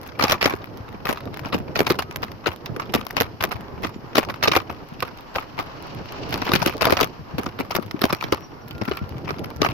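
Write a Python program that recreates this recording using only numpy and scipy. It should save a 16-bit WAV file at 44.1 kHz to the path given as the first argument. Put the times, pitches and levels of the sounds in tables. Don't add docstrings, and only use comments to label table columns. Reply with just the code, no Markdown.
import sys
import numpy as np
from scipy import signal
from scipy.fft import rfft, irfft
from scipy.io import wavfile

SR = 44100
rng = np.random.default_rng(int(sys.argv[2]) if len(sys.argv) > 2 else 0)


def to_wav(sig):
    pcm = np.clip(np.atleast_2d(sig), -1, 1) * 32767
    pcm = np.round(pcm).astype(np.int16)
    wavfile.write(sys.argv[1], SR, pcm.T)


N = 429088
SIZE = 4096
LEAD = 640
LEVEL_SPAN = 441
TIME, AGE = np.arange(N) / SR, np.arange(SIZE) / SR

# (time [s], level [dB])
ROLL = [(0, -38.5), (0.9, -39), (1.4, -36.5), (4.3, -39.5), (5.5, -44), (6.5, -31), (7.15, -40.5),
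        (8.5, -42), (9.7, -33)]
# (blow [s], chatter before [s],
# chatter after [s], rattle level [dB], tick level [dB], thud level [dB], thud pitch [Hz])
JOLTS = [(0.209, 0.016, 0.0082, -15, -39, -23.5, 491), (0.239, 0.016, 0.017, -12, -28, -15.5, 450),
         (0.321, 0.041, 0.0079, -11, -23, -19, 510), (0.428, 0.018, 0.0028, -14.5, -30.5, -21.5, 480),
         (0.458, 0.019, 0.023, -12, -27.5, -14, 426), (0.537, 0.033, 0.0045, -24, -56, -22.5, 323),
         (1.055, 0.002, 0.017, -20.5, -36, -32, 410), (1.091, 0.0, 0.041, -19.5, -27, -18, 380.9),
         (1.458, 0.025, 0.011, -25.5, -53, -28, 295), (1.545, 0.02, 0.01, -18.5, -36, -16.5, 287),
         (1.763, 0.0081, 0.011, -18, -56, -24.5, 450), (1.805, 0.017, 0.011, -17, -24.5, -12, 362),
         (1.868, 0.0028, 0.01, -17.5, -31, -25, 489.6), (1.905, 0.0054, 0.013, -16.5, -26.5, -13, 336),
         (1.99, 0.0034, 0.0098, -18.5, -34, -27, 425.9), (2.16, 0.0, 0.0022, -35, -32, -45, 380),
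         (2.23, 0.0, 0.0054, -21, -46, -47, 410), (2.47, 0.011, 0.015, -15, -50, -17.5, 408),
         (2.799, 0.0049, 0.0056, -21.5, -46, -47, 610), (2.95, 0.013, 0.012, -16, -25, -14.5, 374.3),
         (3.169, 0.0039, 0.014, -15, -53, -30, 519), (3.21, 0.011, 0.015, -20, -21, -16.5, 399.5),
         (3.412, 0.0079, 0.0046, -22.5, -35.5, -35, 425.8),
         (3.439, 0.015, 0.002, -19.5, -24.5, -21.5, 444.7), (3.518, 0.0065, 0.0082, -21.5, -39, -40, 348),
         (3.848, 0.014, 0.0031, -20, -41, -24, 400), (4.181, 0.028, 0.019, -11.5, -22, -11.5, 413.2),
         (4.298, 0.0086, 0.0058, -22.5, -46, -31, 368.7), (4.437, 0.01, 0.0076, -12, -29, -22.5, 460.3),
         (4.481, 0.027, 0.00095, -12.5, -35, -13, 476.7), (4.517, 0.001, 0.023, -13.5, -38, -26, 400),
         (4.564, 0.013, 0.0092, -13, -24, -13, 490), (4.698, 0.00063, 0.0041, -26.5, -65, -34, 319),
         (5.027, 0.0013, 0.0044, -20, -32, -23.5, 404.8), (5.36, 0.011, 0.029, -17, -40, -25.5, 428),
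         (5.59, 0.011, 0.011, -19.5, -41, -27.5, 412), (6.342, 0.018, 0.037, -20, -31.5, -27, 351.5),
         (6.419, 0.0, 0.0047, -22, -44, -27, 278.5), (6.492, 0.027, 0.003, -18.5, -41, -21, 351.7),
         (6.536, 0.02, 0.0059, -12.5, -26, -15.5, 358.9), (6.554, 0.0, 0.01, -17, -25, -19.5, 349.8),
         (6.619, 0.0, 0.014, -16.5, -36, -32, 446), (6.662, 0.005, 0.037, -16, -24.5, -15, 362.2),
         (6.821, 0.012, 0.011, -14, -30, -17, 437), (6.854, 0.012, 0.0037, -15.5, -24, -23, 371.2),
         (6.869, 0.00088, 0.032, -16.5, -46, -14, 492.6), (6.925, 0.02, 0.014, -16.5, -24.5, -10.5, 446.3),
         (6.97, 0.00049, 0.024, -16.5, -36, -31, 440), (7.011, 0.012, 0.024, -13.5, -23, -14.5, 460),
         (7.383, 0.0002, 0.012, -24.5, -37, -19.5, 323.3),
         (7.464, 0.0041, 0.0093, -24.5, -63, -27.5, 296.5),
         (7.602, 0.015, 0.0098, -22.5, -38.5, -21, 329.5), (7.711, 0.0038, 0.011, -21.5, -38, -34, 399.8),
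         (7.754, 0.0056, 0.015, -21.5, -24.5, -17.5, 321.7), (8.04, 0.026, 0.016, -17.5, -24.5, -12, 395),
         (8.105, 0.0097, 0.0012, -20.5, -62, -33, 359.5), (8.127, 0, 0.0074, -20.5, -29.5, -18.5, 302.1),
         (8.241, 0.032, 0.0014, -20.5, -42, -27.5, 328.9),
         (8.324, 0.0032, 0.0094, -17.5, -27.5, -14.5, 356.2),
         (8.814, 0.0023, 0.011, -25, -56, -20.5, 261.1), (8.879, 0.000011, 0.011, -26, -51, -20.5, 270),
         (8.913, 0.001, 0.0067, -24, -62, -21.5, 281.4), (9.306, 0.03, 0.0039, -21, -52, -25, 273),
         (9.618, 0.0049, 0.049, -11, -47, -13, 450.7)]

TRAFFIC_DB = -50
BUS_S, BUS_DB, BUS_RISE_DB_PER_S, BUS_FALL_DB_PER_S = 6.484, -42.5, 8.5, 17

BOUNCE_S = 0.014
CLACK_HZ, CLACK_DB = 1910, -19.5
BRIGHTER_OCT_PER_DB, DULLER_OCT_PER_S = 0.07, 11


def amp(db):
    return 10 ** (np.asarray(db) / 20)


def evened(x):
    return x / np.sqrt(np.mean(x ** 2) + 1e-20)


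def read(points, hz):
    f, value = np.transpose(points)
    return np.interp(np.log(hz + 1), np.log(f), value)


def curve(rows, axis=1):
    table = np.array(rows)
    return np.interp(TIME, table[:, 0], table[:, axis])


def drift(per_s):
    knots = rng.standard_normal(SIZE)
    return evened(np.interp(TIME * per_s, np.arange(SIZE), knots))


def white_pair(count, likeness):
    z = rng.standard_normal((3, count))
    return np.sqrt(likeness) * z[0] + np.sqrt(1 - likeness) * z[1:]


def noise(points, likeness):
    gain = amp(read(points, np.fft.rfftfreq(N, 1 / SR)))
    return evened(irfft(rfft(white_pair(N, likeness)) * gain, N))


def tone(hz, waver):
    turns = np.cumsum(hz * (1 + waver * drift(per_s=57))) / SR
    return np.sqrt(2) * np.sin(2 * np.pi * (turns + rng.random((2, 1))))


def causal(points):
    log_gain = np.log(amp(read(points, abs(np.fft.fftfreq(SIZE, 1 / SR)))))
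    return np.exp(np.conj(signal.hilbert(log_gain)))[:SIZE // 2 + 1]


def levelled(spectrum, db, pan_db):
    sound = irfft(spectrum) * amp([[pan_db / 2], [-pan_db / 2]])
    return amp(db) * sound * np.sqrt(2 * LEVEL_SPAN / np.sum(sound ** 2))


def add(mix, s, sound):
    part = mix[:, max(round(s * SR) - LEAD, 0):][:, :sound.shape[1]]
    part += sound[:, :part.shape[1]]


def traffic_db():
    rise_db = BUS_RISE_DB_PER_S * (BUS_S - TIME)
    fall_db = BUS_FALL_DB_PER_S * (TIME - BUS_S)
    bus_db = BUS_DB - np.maximum(rise_db, fall_db)
    return 10 * np.log10(amp(TRAFFIC_DB) ** 2 + amp(bus_db) ** 2)


def street(level_db=5.3, swell_db=2.04, hiss_db=-63.0, near_db=-42, grain_db=2.5):
    # (frequency [Hz], level [dB])
    wash_colour = [(100, 11), (500, 7), (1000, 12), (1400, 6), (2000, -0.5), (3400, -12.5), (5300, -18),
                   (6500, -23.5), (8500, -41.5)]
    # (frequency [Hz], level [dB])
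    bus_colour = [(800, -18), (2300, 11.5), (2900, 13.5), (3600, 4.5), (4500, 10), (5050, 5.5), (5600, 6.5),
                  (6600, -7.5), (8000, -17), (9500, -50)]
    # (frequency [Hz], level [dB])
    hiss_colour = [(3000, -16), (5200, 11.5), (7000, -14), (8600, -37), (10500, -6), (13000, 2.5),
                   (14500, -1), (15200, -19), (16500, -22)]
    db = traffic_db()
    wash = noise(wash_colour, likeness=0.015) * amp(level_db + db + swell_db * drift(per_s=21))
    close_db = near_db + 2.2 * (db - BUS_DB) + grain_db * drift(per_s=110)
    close = noise(bus_colour, likeness=0) * amp(close_db)
    return wash + close + amp(hiss_db) * noise(hiss_colour, likeness=0)


def brakes(flutter_db=5.0):
    # (start [s], end [s], pitch [Hz], level [dB])
    squeals = [(3.62, 4.5, 7106, -79), (5.2, 5.48, 7140, -63), (7.92, 8.68, 5680, -59)]
    out = np.zeros((2, N))
    for start, end, hz, db in squeals:
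        gate = np.clip(np.minimum(TIME - start, end - TIME) / 0.31, 0, 1)
        out += gate * amp(db + flutter_db * drift(per_s=45)) * tone(hz, waver=0.00197)
    return out


def motor(flutter_db=3):
    # (time [s], pitch [Hz], level [dB])
    whine = [(1.85, 1230, -74), (2.1, 1266, -52), (2.5, 1253, -76), (8.2, 1458, -76), (8.6, 1450, -63),
             (8.85, 1374, -40.5), (9.1, 1371, -58)]
    level_db = curve(whine, axis=2) + flutter_db * drift(per_s=8)
    return amp(level_db) * tone(curve(whine), waver=0.0122)


def tyres(level_db=0.0, lumps_db=3, left_db=-3):
    # (frequency [Hz], level [dB])
    rumble_colour = [(20, -50), (40, -1), (60, -8), (115, 4.5), (170, -2), (280, -0.5), (450, -2.5),
                     (900, -13), (2000, -75)]
    rumble_db = level_db + curve(ROLL) + lumps_db * drift(per_s=29)
    return noise(rumble_colour, likeness=0.64) * amp(rumble_db + np.array([[left_db], [0]]))


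def contacts(early_s=.004, late_s=0.0055, bounce=0.18, uneven_db=5, count=7):
    delay = late_s * rng.exponential(1, count) - early_s * rng.random(count)
    at = np.clip(LEAD + delay * SR, 0, SIZE // 2).astype(int)
    train = np.zeros((2, SIZE))
    train[:, at] = bounce * rng.standard_normal(count) * amp(uneven_db * rng.standard_normal((2, count)))
    train[:, LEAD] += 1
    return rfft(train)


def chatter(rise_s, fall_s, uneven_db=5, per_s=1400):
    t = AGE - LEAD / SR
    rise = np.exp(-(t / rise_s / 2) ** 2)
    fall = np.exp(-abs(t) / fall_s) + amp(-24) * np.exp(-abs(t) / .02)
    swell = np.where(t < 0, rise, fall)
    hits = (rng.random(SIZE) < per_s / SR) * rng.choice([-1, 1], SIZE)
    return rfft(hits * swell * amp(uneven_db * rng.standard_normal((2, SIZE))))


def shell(t60, likeness):
    return rfft(white_pair(SIZE, likeness) * amp(-60 * AGE / t60))


def ringing(width_hz=150, strength=0.6):
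    modes = [1210, 2340, 2970, 3730, 5540]
    hz = np.fft.rfftfreq(SIZE, 1 / SR)
    return 1 + sum(strength * rng.standard_normal() / (1 + 2j * (hz - mode) / width_hz) for mode in modes)


def thud(hz, octaves=0.55, cycles=10.8, channel_phase=1.015, count=9):
    spread = np.linspace(-2, 1.4, count) + 0.23 * rng.standard_normal(count)
    f = np.clip(hz * 2 ** (octaves * spread), 70, 1300)[:, None]
    signed = np.exp(-spread ** 2 / 4) * rng.choice([-1, 1], count)
    weight = np.sqrt(f) * signed[:, None]
    phase = channel_phase * rng.standard_normal((2, count, 1))
    ring = weight * np.sin(2 * np.pi * f * AGE + phase) * amp(-60 * AGE * f / cycles)
    onset = 1 - np.exp(-AGE / 0.00052)
    return rfft(ring.sum(axis=1) * onset)


def rattles(rows, level_db=-1.0, left_db=1.5, scatter_db=2.5, tilt_db=7, usual_hz=1850,
            rise_s=0.0017, fall_s=0.0062):
    # (frequency [Hz], level [dB])
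    clatter_colour = [(350, -9.5), (700, 1), (1200, 5), (1700, -5), (2500, -3), (3300, -12), (5400, -15),
                      (6500, -28.5), (8500, -47.5), (13000, -33), (16500, -47)]
    out, colour = np.zeros((2, N)), causal(clatter_colour)
    octave = np.log2(np.clip(np.fft.rfftfreq(SIZE, 1 / SR), 900, 6000) / usual_hz)
    for s, db, hz in rows:
        tilt = amp(tilt_db * np.log2(hz / usual_hz) * octave)
        body = shell(t60=0.0037, likeness=0.12) * ringing() * colour
        spectrum = chatter(rise_s, fall_s) * body * tilt
        add(out, s, levelled(spectrum, db + level_db, left_db + scatter_db * rng.standard_normal()))
    return out


def ticks(rows, level_db=3.0, left_db=2.5, scatter_db=7.5):
    # (frequency [Hz], level [dB])
    tick_colour = [(700, 6.5), (2000, 10.5), (5400, -0.5), (6800, -7.5), (8500, -18.5), (10000, -8.5),
                   (13000, 1.5), (16500, -12)]
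    out, colour = np.zeros((2, N)), causal(tick_colour)
    for s, db in rows:
        spectrum = contacts() * shell(t60=0.0026, likeness=0.097) * colour
        add(out, s, levelled(spectrum, db + level_db, left_db + scatter_db * rng.standard_normal()))
    return out


def thuds(rows, level_db=0, left_db=2.5, scatter_db=-1.5):
    stem = causal([(30, -24.5), (80, -1.5), (900, 1.0), (1600, 15.5), (4000, -37)])
    out = np.zeros((2, N))
    for s, db, hz in rows:
        spectrum = contacts() * stem * thud(hz)
        add(out, s, levelled(spectrum, db + level_db, left_db + scatter_db * rng.standard_normal()))
    return out


def grit(per_s, level_db, spread_db, count=300):
    gap, size = rng.exponential(1, (2, count))
    times = np.cumsum(gap) / per_s
    db = np.interp(times, *np.transpose(ROLL)) + level_db + spread_db * np.minimum(size, 3)
    return np.transpose([times, db])[times < TIME[-1]]


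def jiggle():
    buzzes = grit(per_s=12, level_db=-5, spread_db=2)
    bumps = grit(per_s=14, level_db=-1.5, spread_db=4.0)
    clicks = ticks(grit(per_s=7.8, level_db=-7.5, spread_db=-1.5))
    buzzing = rattles(np.c_[buzzes, rng.uniform(1400, 2600, len(buzzes))])
    return clicks + buzzing + thuds(np.c_[bumps, rng.uniform(70, 230, len(bumps))])


def small_knocks(tap_db=-19.5, buzz_db=-11, buzz_hz=2300, bump_db=-6):
    # (time [s], level [dB])
    taps = [(0.3566, -31), (0.6428, -24.5), (0.9272, -34), (1.1595, -26.5), (1.1734, -21.5), (1.3425, -27),
            (1.3724, -23.5), (1.3938, -22.5), (2.0235, -17), (2.1112, -24), (2.3171, -27), (2.6598, -19.5),
            (2.7637, -21.5), (3.0127, -22.5), (3.0672, -17.5), (3.1082, -20), (3.8696, -23), (4.2497, -24),
            (4.3413, -21), (4.6016, -22), (5.005, -20.5), (7.4339, -22), (7.8262, -25), (7.9112, -19.5),
            (7.9935, -25), (8.7096, -24.5), (8.8543, -23.5), (8.9715, -19), (9.4441, -22)]
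    # (time [s], level [dB], pitch [Hz])
    bumps = [(0.944, -25, 247.4), (1.413, -23, 133), (2.179, -27, 117.6), (2.693, -18, 117.9),
             (2.766, -21, 284.5), (3.544, -20.5, 113.1), (3.961, -23, 178.1), (7.193, -23, 129.3),
             (7.337, -17.5, 126.9), (7.943, -15.5, 282.2), (8.749, -24, 118), (9.014, -15, 112.7),
             (9.154, -22, 115.7), (9.558, -23, 113), (9.689, -16, 117.9)]
    s, db = np.transpose(taps)
    buzzes = rattles(np.c_[s, db + buzz_db, np.full(len(s), buzz_hz)], rise_s=0.00038, fall_s=0.002)
    return ticks(np.c_[s, db + tap_db]) + buzzes + amp(bump_db) * thuds(bumps)


def settling(gap_s=0.015, below_db=-15, fall_db_per_s=120, uneven_db=3, click_db=-16, buzz_hz=1650,
             count=3):
    s, _, after, rattle_db = np.transpose(JOLTS)[:4, :, None]
    when, size = rng.standard_normal((len(s), 2, count)).transpose(1, 0, 2)
    age = gap_s * np.cumsum(np.exp(0.3 * when), axis=1)
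    at = (s + after + age).ravel()
    db = (rattle_db + below_db - fall_db_per_s * age + uneven_db * size).ravel()
    buzzes = rattles(np.c_[at, db, np.full(len(at), buzz_hz)], rise_s=0.0011)
    return buzzes + ticks(np.c_[at, db + click_db])


def clacks(jitter_s=0.0008, uneven_db=2.5, inset=0.2):
    rows = []
    for s, before, after, rattle_db, tick_db, thud_db, hz in JOLTS:
        count = int(np.clip(np.ceil((before + after) / BOUNCE_S), 1, 6))
        when, size = rng.standard_normal((2, 6))[:, :count]
        place = (np.arange(count) + inset) / (count - 1 + 2 * inset)
        age = place * (before + after) - before + jitter_s * when
        db = uneven_db * size
        db -= 10 * np.log10(np.sum(amp(db) ** 2))
        rows.append(np.c_[s + age, rattle_db + db, tick_db + db, thud_db + db, np.full(count, hz), age])
    return np.vstack(rows)


def rebounds(s, db, late_s=0.0052, spread_s=0.0076, below_db=-25, uneven_db=2.0, count=2):
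    s, db = np.repeat([s, db], count, axis=1)
    when, size = rng.standard_normal((len(s), 2)).T
    return ticks(np.c_[s + late_s + spread_s * when, db + below_db + uneven_db * size])


def loose_parts(rattle_db=-0.8, click_db=0, knock_db=-6, knock_ratio=1.114):
    s, db, tick_db, thud_db, hz, age = clacks().T
    bright_hz = CLACK_HZ * 2 ** (BRIGHTER_OCT_PER_DB * (db - CLACK_DB) - DULLER_OCT_PER_S * age)
    rattling = rattles(np.c_[s, db + rattle_db, bright_hz]) + rebounds(s, db)
    knocks = thuds(np.c_[s, thud_db + knock_db, hz * knock_ratio])
    return rattling + ticks(np.c_[s, tick_db + click_db]) + knocks


def blows(click_db=0, knock_db=-0.5, pitch_ratio=1.018, boom_db=-23, boom_share=0.35, boom_hz=105,
          crack_db=-6.0, crack_hz=2700):
    s, _, _, rattle_db, tick_db, thud_db, hz = np.transpose(JOLTS)
    bright_hz = crack_hz * 2 ** (BRIGHTER_OCT_PER_DB * (rattle_db - CLACK_DB))
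    crack = rattles(np.c_[s, crack_db + rattle_db, bright_hz], rise_s=0.00069, fall_s=0.0029)
    click = ticks(np.c_[s, tick_db + click_db])
    knock = thuds(np.c_[s, thud_db + knock_db, hz * pitch_ratio])
    boom = thuds(np.c_[s, boom_db + boom_share * thud_db, np.full(len(s), boom_hz)], left_db=-8)
    return crack + click + knock + boom


def scene():
    steady = street() + brakes() + motor() + tyres()
    return steady + jiggle() + small_knocks() + settling() + loose_parts() + blows()


def record(dry):
    taps = signal.firwin(511, 16300, window=("kaiser", 9), fs=SR)
    return signal.oaconvolve(np.clip(dry, -1, 1), taps[None], "same")


dry = scene()
out = record(dry)
to_wav(out)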